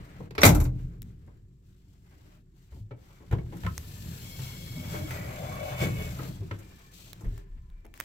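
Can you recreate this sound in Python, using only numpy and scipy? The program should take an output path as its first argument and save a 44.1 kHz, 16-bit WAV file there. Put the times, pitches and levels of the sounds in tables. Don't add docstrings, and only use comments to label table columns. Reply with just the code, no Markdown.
import sys
import numpy as np
from scipy import signal
from scipy.fft import rfft, irfft, next_fast_len
from scipy.io import wavfile
from scipy.ndimage import uniform_filter1d, map_coordinates

SR = 44100
rng = np.random.default_rng(int(sys.argv[2]) if len(sys.argv) > 2 else 0)


def natural_amplitude(level_db):
    exponent = np.asarray(level_db, float) / 20
    return 10 ** exponent


def waveform_to_disk(signal):
    frames = np.transpose(np.atleast_2d(signal))
    scaled = np.clip(frames, -1, 1) * 32767
    samples = np.round(scaled).astype(np.int16)
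    wavfile.write(sys.argv[1], SR, samples)


N = 354563
T = np.arange(N) / SR


def unit(x):
    return x / np.sqrt(np.mean(x ** 2) + 1e-20)


def along(points, hz):
    f, v = np.transpose(points)
    return np.interp(np.log(hz + 1), np.log(f + 1), v)


def curves(rows):
    s, *cols = np.transpose(rows)
    return [np.interp(T, s, c) for c in cols]


def wobble(rate):
    return map_coordinates(rng.standard_normal(int(N * rate / SR) + 4), [T * rate])


def filtered(x, response):
    m = next_fast_len(N + 8192)
    return irfft(rfft(x, m) * response(np.fft.rfftfreq(m, 1 / SR)), m)[..., :N]


def modes(table):
    def response(f):
        total = 0
        for k, (hz, width, db) in enumerate(table):
            total = total + (-1) ** k * natural_amplitude(db) * 1j * f * width / (hz * hz - f * f + 1j * f * width)
        return total
    return response


def coloured(spectrum):
    return lambda f: natural_amplitude(along(spectrum, f))


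def rush(response, lag_s, patchy_db=5.0, even_s=.5):
    # frequency in Hz, likeness from 0 to 1.
    alike = [(60, 0.98), (280, 1), (600, .85), (2000, 0.087), (12000, 0.36)]

    def pair(f):
        turn = np.arccos(np.clip(along(alike, f), -1, 1)) / 2
        return response(f) * np.array([np.cos(turn), np.sin(turn)])

    def late(f):
        return np.exp(1j * np.pi * f * lag_s * np.array([[1], [-1]]))

    z = signal.stft(rng.standard_normal((2, N)), nperseg=512)[2]
    patches = uniform_filter1d(rng.standard_normal(z.shape[1:]), size=4, axis=0)
    patches = uniform_filter1d(patches, size=20, axis=1)
    noise = signal.istft(z * natural_amplitude(patchy_db * unit(patches)), nperseg=512)[1][:, :N]
    mid, side = filtered(noise, pair)
    ports = filtered(np.array([mid + side, mid - side]), late)
    width = int(even_s * SR / 2) + 2
    power = uniform_filter1d(uniform_filter1d(ports ** 2, width), width)
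    return ports / np.sqrt(np.abs(power) + 1e-20)


def strikes(s, db, t60, rise):
    out = np.zeros(N)
    for start, level_db, decay in zip(s, db, np.clip(t60, .004, 2.5)):
        after = T[:int(2 * decay * SR)]
        blow = natural_amplitude(level_db - 60 * after / decay) * (1 - np.exp(-after / rise))
        part = out[round(start * SR):][:len(after)]
        part += blow[:len(part)]
    return out


def blows(table, part, low_longer, high_longer, high_gain_db, rise, lag_s):
    # frequency in Hz, width in Hz, level in dB.
    door = [(290, 55, 5), (460, 61, 0), (560, 72, -1.5), (940, 450, -6)]
    # frequency in Hz, width in Hz, level in dB.
    bright_metal = [(5700, 920, 1.5), (7400, 1500, 2.5), (12500, 2200, 1.5), (15100, 1800, -5)]
    s, db, low_db, high_db, t60 = np.transpose(table)
    frame = rush(lambda f: modes(door)(f) / (1 + (f / 1300) ** 4), 0.00019, patchy_db=3.5, even_s=0.0086)
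    struck = rush(lambda f: modes(part)(f) / (1 + (f / 6500) ** 4), lag_s, patchy_db=-0.5, even_s=.015)
    bright = rush(lambda f: modes(bright_metal)(f) / (1 + (4000 / (f + 1)) ** 4),
                  lag_s, patchy_db=0.5, even_s=.015)
    lean_left, lean_right = natural_amplitude([[1.2], [-1.2]]), natural_amplitude([[-1.2], [1.2]])
    low = strikes(s, db + low_db - 0.5, low_longer * t60, rise=3 * rise) * frame * lean_left
    mid = strikes(s, db - 7.5, t60, rise) * struck * lean_right
    high = strikes(s, db + high_db + high_gain_db, high_longer * t60, rise=1.5 * rise) * bright * lean_left
    return low + mid + high


def door_slam():
    # start in seconds, peak in dB, low part in dB, high part in dB, fall time (60 dB) in seconds.
    slam = [(0.3077, -34.5, -5, -19, 0.029), (0.3506, -32.5, -11, -20, 0.047), (0.38, -15, -10, -28, 0.069),
            (0.4074, -36, -10, -7.5, 0.3), (0.4165, -15, -12, -16, 0.024), (0.4324, 2, -12.5, -16, 0.045),
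            (0.4504, -6.5, -12, -7.5, 0.094), (0.4434, -10.5, -12.5, -8, 0.03),
            (0.4624, -15, -8.5, -5, 0.05), (0.4754, -21, -9, -4, 0.065), (0.4894, -19.5, -5.5, -8.5, 0.08),
            (0.5474, -28.5, -3.5, -4.5, 0.09), (0.5714, -49, -3, -5.5, 0.031),
            (0.6004, -31, -11.5, -6.5, 0.084), (0.6134, -39, -8, -7, 0.044), (0.6404, -43, -3, 3, 0.046),
            (0.6514, -37.5, -6.5, -14, 0.083)]
    # frequency in Hz, width in Hz, level in dB.
    latch = [(1030, 680, -5), (1560, 300, -2), (2094, 600, -1.5), (2296, 440, 1), (3920, 1800, -10),
             (5100, 2500, -14)]
    return blows(slam, latch, low_longer=1.8, high_longer=0.94, high_gain_db=0.5, rise=0.00068, lag_s=0.00036)


def knocks():
    # start in seconds, peak in dB, low part in dB, high part in dB, fall time (60 dB) in seconds.
    bumps = [(0.2034, -47.5, 20.5, -6, 0.029), (1.2742, -55, 8.5, -14, 0.057), (2.718, -58, 2, -10.5, 0.16),
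             (2.7594, -64, 4, -9.5, 0.09), (2.908, -41, 2, -30, 0.08), (3.095, -67, 8, -20, .2),
             (3.2, -60, 10, -20, 0.17), (3.3108, -32, -2, -12, 0.05), (3.323, -31, 2, -16, .1),
             (3.3825, -40, -6, -25, 0.062), (3.461, -50.5, -6, -25, 0.06), (3.522, -42, 6, -18, 0.05),
             (3.531, -49.5, 7.5, -15, 0.12), (3.5674, -42.5, -12, 1.5, 0.05), (3.634, -26, -16, -22, 0.03),
             (3.647, -30, -8, -20, .04), (3.6636, -15, -16, -19, 0.023), (4.3889, -40, -5, -9, 0.071),
             (4.7606, -53.5, 2, -13, 0.18), (4.9291, -48.5, 12, -8, 0.18), (5.1078, -26, -24, -9.5, 0.06),
             (5.15, -36.5, -15, -18, 0.29), (5.8154, -28.5, 3, -25, 0.15), (5.556, -44, 0, -15, .04),
             (6.1904, -37, 3.5, -13, 0.089), (6.4078, -64, 16, -25, 0.1), (6.5104, -23, -5, -30, 0.039),
             (6.5864, -50, -6, 3, 0.13), (7.2061, -61, 16, 12, 0.12), (7.2424, -46, -3.5, -11, 0.14),
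             (7.846, -48.5, 4.5, -10, 0.065)]
    # frequency in Hz, width in Hz, level in dB.
    trim_panel = [(760, 300, 2), (1200, 500, 4), (1650, 700, 5), (2255, 640, 2.5), (2900, 1100, -5.5)]
    return blows(bumps, trim_panel, low_longer=1.4, high_longer=.6, high_gain_db=-4, rise=.002, lag_s=.0003)


def rings():
    # start in seconds, level in dB, frequency in
    # Hz, fall time in seconds.
    short_notes = [(.4166, -10, 5750, 0.022), (.52, -38, 12900, .06), (.436, -7.5, 2086, 0.04),
                   (.44, -26, 480, .08), (.44, -18, 2420, .04), (.436, -20, 850, .06),
                   (.44, -22, 3300, .04), (.45, -35, 940, 0.068), (.548, -39, 12500, 0.12),
                   (.603, -41, 12230, 0.1), (.63, -40, 12300, 0.04), (3.647, -40, 690, 0.047),
                   (3.666, -29, 1030, 0.06), (3.672, -28, 1300, 0.045), (2.91, -44.5, 1300, .04),
                   (5.079, -45, 1310, 0.081), (6.19, -34, 1250, 0.06), (5.655, -46, 2235, .15),
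                   (5.76, -44, 2248, .15), (5.812, -27, 2245, .1), (5.855, -35, 2215, .12),
                   (5.81, -42, 3520, .08), (5.995, -41, 2222, .2), (6.509, -33, 950, .04),
                   (6.512, -36, 1350, .04), (5.108, -38, 2050, .08), (4.84, -44, 620, .06),
                   (4.935, -40, 600, .15), (5.03, -42, 610, .1), (5.26, -42, 570, .15),
                   (2.915, -53, 2300, .08), (3.325, -40, 1500, .05), (3.385, -48, 2200, .06)]
    out, t = np.zeros((2, N)), T[:SR // 5]
    shaky = 0.55 * wobble(140) + .5 * np.array([wobble(60), wobble(60)])
    for k, (s, db, hz, t60) in enumerate(short_notes):
        unsteady = shaky[:, k * len(t):][:, :len(t)]
        lag = 2 * np.pi * hz * np.array([[0], [.0001]])
        envelope = natural_amplitude(db - 60 * t / np.clip(t60, .02, .2)) * (1 - np.exp(-t / .002))
        out[:, round(s * SR):][:, :len(t)] += envelope * np.sin(2 * np.pi * hz * t - lag + unsteady)
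    return out


def thumps():
    # start in seconds, peak in dB, frequency in Hz, fall time in seconds.
    pushes = [(.385, -23.5, 80, 0.28), (0.434, -5, 175, 0.06), (.44, -14, 48, .2), (1.33, -42, 120, .2),
              (1.87, -52, 290, .12), (2.77, -48, 285, .15), (7.195, -34, 110, .15), (2.53, -55, 330, .1),
              (0.4615, -1, 100, 0.13), (.47, -14, 215, .15), (0.437, -14, 265, .2), (0.487, -9, 166, .3),
              (0.49, -15, 124, .3), (0.525, -16, 52, .3), (0.535, -22, 307, .5), (0.575, -13, 80, .4),
              (.6, -20, 130, .3), (.88, -36, 170, .4), (1.04, -42, 230, .2), (0.655, -22, 125, .6),
              (0.79, -32, 125, .6), (0.835, -30, 32, .3), (2.719, -33, 69, 0.3),
              (2.809, -28.5, 106.5, 0.24), (2.91, -30.5, 120.6, 0.26), (3.307, -24.5, 59.2, 0.25),
              (3.329, -10.5, 104.8, 0.1), (3.639, -20, 75, 0.36), (3.666, -19.5, 167.5, 0.13),
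              (4.395, -24, 135.2, 0.45), (4.605, -33, 165, .15), (4.755, -29, 160, .2),
              (4.77, -34, 250, 0.3), (4.797, -27, 160, .2), (4.922, -24, 150, 0.11), (4.97, -32, 200, .2),
              (4.99, -34, 310, .25), (3.322, -27, 330, .12), (5.79, -26, 105, .2), (5.9, -24, 110, .2),
              (5.818, -21, 165, 0.18), (6.407, -18.5, 100.5, 0.12), (6.512, -23, 103.3, 0.24),
              (7.242, -25, 112.6, 0.33), (7.263, -18, 38.4, 0.21), (7.498, -33, 33, 0.7),
              (7.72, -36, 32, .7), (6.42, -36, 380, .15)]
    out, t = np.zeros(N + SR), T[:SR]
    sag = 1 - 0.033 * (1 - np.exp(-t / 0.15))
    for s, db, hz, t60 in pushes:
        envelope = natural_amplitude(db - 2.5 - 60 * t / np.clip(t60, .03, .7)) * (1 - np.exp(-t / 0.0049))
        out[round(s * SR):][:SR] += envelope * np.sin(2 * np.pi * hz * sag * t)
    return out[:N]


def cabin():
    # time in seconds, level in dB.
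    stir = [(0, -53.5), (.33, -48), (.9, -44.5), (1.6, -57.5), (2.6, -59), (3.15, -57), (3.5, -41.5),
            (3.8, -44), (4.7, -42), (4.97, -36.5), (5.5, -39.5), (6.3, -37.5), (6.56, -48), (6.85, -59.5),
            (7.15, -52), (7.5, -64), (8.04, -62)]
    # start in seconds, boom in dB, deep part in dB, fall time in seconds.
    shakes = [(0, -25, -20.5, 0.074), (.19, -31.5, -42, 0.24), (0.435, -23, -25, 1.04),
              (0.549, -28.5, -18, 0.31), (0.839, -48.5, -32.5, 0.12), (2.739, -42, -41, 0.42),
              (3.31, -25.5, -37, 0.55), (3.65, -22.5, -43, 0.21), (4.05, -33, -58, 0.45),
              (4.39, -38, -55, 0.3), (5.799, -24, -45, 0.89), (5.97, -54, -40, 0.95),
              (7.231, -35, -32, 0.6), (7.5, -73, -46, 1.5)]
    # frequency in Hz, width in Hz, level in dB.
    suspension = [(33, 4.6, 2.5), (51, 43, 1)]
    # frequency in Hz, width in Hz, level in dB.
    air = [(80, 42, 4), (101.5, 48.7, 6.5), (129.9, 8.2, 8.5), (171, 29, -0.5)]
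    # frequency in Hz, width in Hz, level in dB.
    skin = [(264, 73, -5.5), (320, 27, -0.5), (390, 87, -8)]
    stir_db, = curves(stir)
    s, boom_db, deep_db, t60 = np.transpose(shakes)
    jolts = strikes(s, boom_db, t60, rise=0.01)

    seat = natural_amplitude(-56 + .4 * (stir_db + 54.0))
    deep = np.hypot(seat, strikes(s, deep_db, 1.4 * t60, rise=0.037))
    deep = deep * rush(lambda f: modes(suspension)(f) / (1 + (f / 75) ** 2), 0, patchy_db=2.5, even_s=0.042)

    boom = np.hypot(natural_amplitude(stir_db), jolts) * natural_amplitude(0.74 * wobble(21))
    boom = boom * rush(lambda f: modes(air)(f) / (1 + (f / 260) ** 4), 0.00034, patchy_db=-2.5, even_s=0.22)

    rubbing, _ = strokes()
    panel = np.hypot(natural_amplitude(stir_db - 16), natural_amplitude(-23) * jolts + natural_amplitude(-3.5) * rubbing) * natural_amplitude(1.6 * wobble(18.0))
    panel = panel * rush(lambda f: modes(skin)(f) / (1 + (f / 500) ** 4), 0.00032, patchy_db=-0.5, even_s=0.12)
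    return deep + boom + panel


def winding():
    # time in seconds, speed in dB, grip of the frame in dB.
    wind = [(3.7, -61.5, -72.5), (4.4, -54, -69), (4.7, -57.5, -67.5), (4.95, -55, -51), (5.12, -57.5, -53),
            (5.4, -58.5, -43.5), (5.75, -59, -43), (6.0, -55.5, -51), (6.13, -57.5, -54), (6.3, -64, -57.5)]
    # time in seconds, extra speed in dB.
    jerks = [(4.45, 1), (4.95, 2.5), (5.13, 4), (5.68, 3), (5.83, 11.5), (6.02, 2), (6.261, 5)]
    jerk_s = 0.048
    speed_db, grip_db = curves(wind)
    jerk_db = sum(db * np.exp(-((T - s) / jerk_s) ** 2) for s, db in jerks)
    moving = np.interp(T, [3.45, 3.78, 6.3, 6.4], [0, 1, 1, 0])
    return speed_db + jerk_db, grip_db, jerk_db, moving


def window():
    # frequency in Hz, width in Hz, level in dB.
    glass = [(588, 55, 1), (780, 73, -10.5), (1100, 44, -10)]
    # frequency in Hz, level in dB per Hz.
    felt = [(8000, -33), (10000, -4), (11500, 4.5), (13000, 3), (15600, 2), (16000, -28), (16400, -50)]
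    fizz_db, grip_db, jerk_db, moving = winding()
    slip = wobble(33)
    groan = natural_amplitude(grip_db + 0.77 * jerk_db + 1.5 * slip)
    groan = groan * rush(lambda f: modes(glass)(f) / (1 + (f / 1300) ** 4), 0.00042, even_s=0.21)
    fizz = natural_amplitude(fizz_db - 1.5 + 0.57 * slip)
    fizz = fizz * rush(coloured(felt), 0.000564, patchy_db=-1.0, even_s=0.088)
    return moving * (groan + fizz) + squeaks(jerk_db)


def squeaks(jerk_db):
    # start in seconds, length in seconds, frequency in Hz,
    # glide in Hz, level in dB.
    chatter = [(3.03, .22, 2300, 0, -76), (3.75, .45, 1790, -30, -71), (4.03, .8, 4220, 30, -62),
               (4.2, .57, 2210, 0, -59), (4.22, .9, 3290, 40, -59), (4.18, .95, 5200, 0, -62),
               (4.3, 1.7, 6320, 0, -68), (3.9, 2.3, 7500, 0, -66), (4.7, .76, 2210, 50, -55.5),
               (5.42, .72, 2260, -50, -53), (5.1, .2, 1960, 0, -55), (5.1, .2, 2460, 0, -58),
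               (5.33, .62, 3500, 10, -61), (5.55, .58, 2580, -40, -58), (5.55, .58, 2950, 0, -59),
               (5.08, .25, 1400, 0, -59), (5.33, .24, 1090, -30, -58), (4.93, .18, 310, 0, -46),
               (5.5, .3, 600, 0, -49), (5.93, .17, 430, 0, -48), (6.39, .11, 310, 10, -47),
               (6.26, .18, 3320, 0, -67), (6.2, .2, 4200, 0, -70), (6.53, .45, 1760, 0, -73),
               (6.55, .42, 2345, 0, -73), (6.76, .2, 1090, 0, -70), (7.28, .2, 1760, 0, -74),
               (7.7, .3, 2345, 0, -76), (7.3, .5, 1020, 0, -77), (4.74, .16, 620, 0, -54),
               (4.9, .17, 600, 0, -49), (5.15, .2, 570, 0, -51), (2.12, .26, 300, 0, -68),
               (2.22, .22, 600, 0, -76), (7.22, .28, 400, 0, -60), (5.25, .3, 2060, 0, -60),
               (5.93, .2, 3450, 0, -60), (4.58, .12, 520, 0, -56), (4.92, .12, 760, 0, -52)]
    edge_s = .07
    out = np.zeros((2, N))
    for s, length, hz, glide_hz, db in chatter:
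        first = round(s * SR)
        t = T[:int(length * SR)]
        span = slice(first, first + len(t))
        blur_hz = 30 + .035 * hz
        knots = rng.standard_normal((4, 1000))
        at = [np.minimum(t * blur_hz, 990)]
        a, b, c, d = (map_coordinates(row, at) for row in knots)
        blur = (0.25 + a + 1j * b) + 0.5 * (c + 1j * d) * np.array([[1], [-1]])
        lag = hz * np.array([[.0005], [0]])
        phase = 2 * np.pi * (hz * t + glide_hz * t * t / (2 * length) - lag)
        edge = np.clip(np.minimum(t, length - t) / edge_s, 0, 1)
        out[:, span] += natural_amplitude(db + jerk_db[span]) * edge * np.real(blur * np.exp(1j * phase))
    return out


def strokes():
    # start in seconds, length in seconds, rustle in dB, hiss over the rustle in dB.
    rubs = [(-.1, .4, -57.5, -12), (0.701, 0.31, -68.5, -9), (0.778, 0.088, -76, 2.5),
            (1.027, 0.14, -73.5, -2), (1.151, 0.28, -76.5, -9), (1.6, 0.79, -84, 3.5),
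            (2.029, 0.405, -71.5, -8), (2.533, 0.2, -79, 3.5), (2.702, 0.14, -76.5, 7.5),
            (2.954, 0.72, -68.5, -3), (6.202, 0.743, -64, -1), (6.905, 0.24, -65, 9),
            (7.058, 0.393, -64.5, -2.5), (7.36, 0.605, -78, -10), (7.935, 0.11, -63, -1),
            (8.002, 0.1, -57, -2)]
    s, length, db, hiss_db = np.transpose(rubs)[..., None]
    t = T[::64]
    rise = (t - s) / np.minimum(0.19 * length, .08)
    fall = (s + length - t) / 0.069
    shape = np.clip(np.minimum(rise, fall), 0, 1)
    return [np.interp(T, t, np.sum(natural_amplitude(level_db) * shape, axis=0)) for level_db in (db, db + hiss_db)]


def cloth():
    # frequency in Hz, level in dB per Hz.
    hiss_colour = [(1470, -39.5), (2500, -3.5), (3060, -2), (6400, -6), (7500, -4.5), (8700, -10.5),
                   (10600, -16), (12000, -9), (15300, -11), (16000, -20.5)]
    # frequency in Hz, level in dB per Hz.
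    rustle_colour = [(240, -37), (400, -8.5), (509, -8.5), (706, -9.5), (785, -10), (1630, -10),
                     (1820, -12.5), (2080, -11), (4000, -26), (5200, -30.5), (8800, -120)]
    rest_db = -84.5
    speed_db, grip_db, _, moving = winding()
    rubbing, sliding = strokes()
    hissing = natural_amplitude(rest_db) + sliding + moving * natural_amplitude(speed_db + 4)
    rustling = natural_amplitude(rest_db) + rubbing + moving * natural_amplitude(speed_db + 4.5 + 0.43 * (grip_db + 56.5))
    stroke = wobble(14)
    hiss = hissing * natural_amplitude(0.9 * stroke + 1.5 * wobble(150))
    hiss = hiss * rush(coloured(hiss_colour), .0005, patchy_db=-1.0, even_s=.1)
    rustle = rustling * natural_amplitude(0.56 * stroke + 1.9 * wobble(40))
    rustle = rustle * rush(coloured(rustle_colour), .0004, patchy_db=1.5, even_s=0.052)
    return hiss + rustle


def ticks():
    # start in seconds, peak in dB, frequency in Hz, high part in dB, left over right in dB.
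    taps = [(1.0196, -33.5, 3900, 9.5, 7.5), (1.0285, -38, 7600, -13.5, 5.5), (1.265, -59, 7400, 3.5, 3),
            (1.37, -66.5, 12200, 7, 3), (3.7792, -17.5, 6166, -7.5, -6), (5.108, -23, 2240, -6, 2),
            (5.556, -33, 2970, -7, 1.5), (7.1312, -25.5, 3940, -3, -11), (7.3787, -37.5, 1000, 2.5, 5),
            (7.7009, -50, 3600, -8, -2), (7.8526, -45, 1300, 2, 8), (7.865, -47, 2200, 2, 8),
            (7.967, -52, 4000, -10, 0), (7.9403, -38, 2270, -9, 18), (7.9762, -39.5, 1900, 8, -3),
            (7.9982, -36, 5500, -57, 7), (8.0015, -16.5, 1910, 2, -7.5), (8.0088, -29.5, 1720, -35, -23)]
    out, t = np.zeros((2, N + 400)), np.arange(400) / SR
    grit = rng.standard_normal((len(taps), 3, 400))
    for (s, db, hz, high_db, pan_db), noise in zip(taps, grit):
        note = np.sin(2 * np.pi * hz * t) * natural_amplitude(-60 * t / 0.0018) * (1 - np.exp(-t / 0.00024))
        shell = 0.2 * np.sin(2 * np.pi * 1900 * t) * natural_amplitude(-60 * t / 0.0032)
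        shell = shell + 0.12 * noise[2] * natural_amplitude(-60 * t / 0.013)
        rattle = (1 - np.exp(-t / .0007)) * natural_amplitude(high_db - 60 * t / 0.0045)
        crack = 0.38 * rattle * np.diff(noise[:2], prepend=0)
        pan = natural_amplitude([[pan_db / 2], [-pan_db / 2]])
        out[:, round(s * SR):][:, :400] += natural_amplitude(db + 4.5) * pan * (note + shell + crack)
    return out[:, :N]


def tail(x):
    # frequency in Hz, fall time (60 dB) in seconds.
    trim = [(200, 0.64), (1000, 0.2), (4000, 0.18), (14000, 0.13)]
    hz, t, z = signal.stft(rng.standard_normal((2, SR // 2)), SR, nperseg=256)
    fading = natural_amplitude(-60 * t / along(trim, hz)[:, None])
    echo = signal.istft(z * fading, SR, nperseg=256)[1]
    return signal.fftconvolve(x, echo / np.linalg.norm(echo[0]), axes=1)[:, :N]


def night():
    # frequency in Hz, level in dB per Hz.
    street = [(120, -31), (200, -19), (249, -28), (340, -23.5), (373, -5.5), (401, -32), (465, -43.5),
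              (1770, -46.5), (2700, -58), (6600, -47.5), (7500, -37), (8500, -50), (16000, -58.5)]
    # frequency in Hz, level in dB.
    lamp = [(1760, -82.5), (2345, -89.5)]
    heard_db = np.interp(T, [3.4, 3.8, 6.4, 6.6], [-14, 6, 6, 0.0])
    hum = 0
    for hz, db in lamp:
        level = natural_amplitude(db + heard_db + 2.5 * wobble(7.6))
        hum = hum + level * np.sin(2 * np.pi * hz * T + 1.6 * wobble(25))
    return natural_amplitude(-76) * rush(coloured(street), 0, patchy_db=.8) + hum


def scene():
    # frequency in Hz, left over right in dB.
    near = [(60, -0.5), (300, 2.5), (700, 6), (2300, -0.5), (5000, 5.5), (14000, 9)]
    hits = door_slam() + knocks() + rings()
    small = ticks()
    steady = cabin() + cloth() + window()
    steady = filtered(steady, lambda f: natural_amplitude(along(near, f) * np.array([[.5], [-.5]])))
    echo = natural_amplitude(-6) * tail(hits + 0.2 * small)
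    return hits + small + echo + thumps() * natural_amplitude([[.6], [-.6]]) + steady + night()


def roll_off(x):
    return signal.sosfilt(signal.butter(12, 16660, fs=SR, output="sos"), x)


def record(dry):
    top_hz = 16200
    soft = dry / (1 + np.abs(dry) ** 8) ** (1 / 8)
    mix = filtered(soft, lambda f: np.interp(f, [top_hz, top_hz + 450], [1, 0]))
    return roll_off(mix)


dry = scene()
out = record(dry)
waveform_to_disk(out)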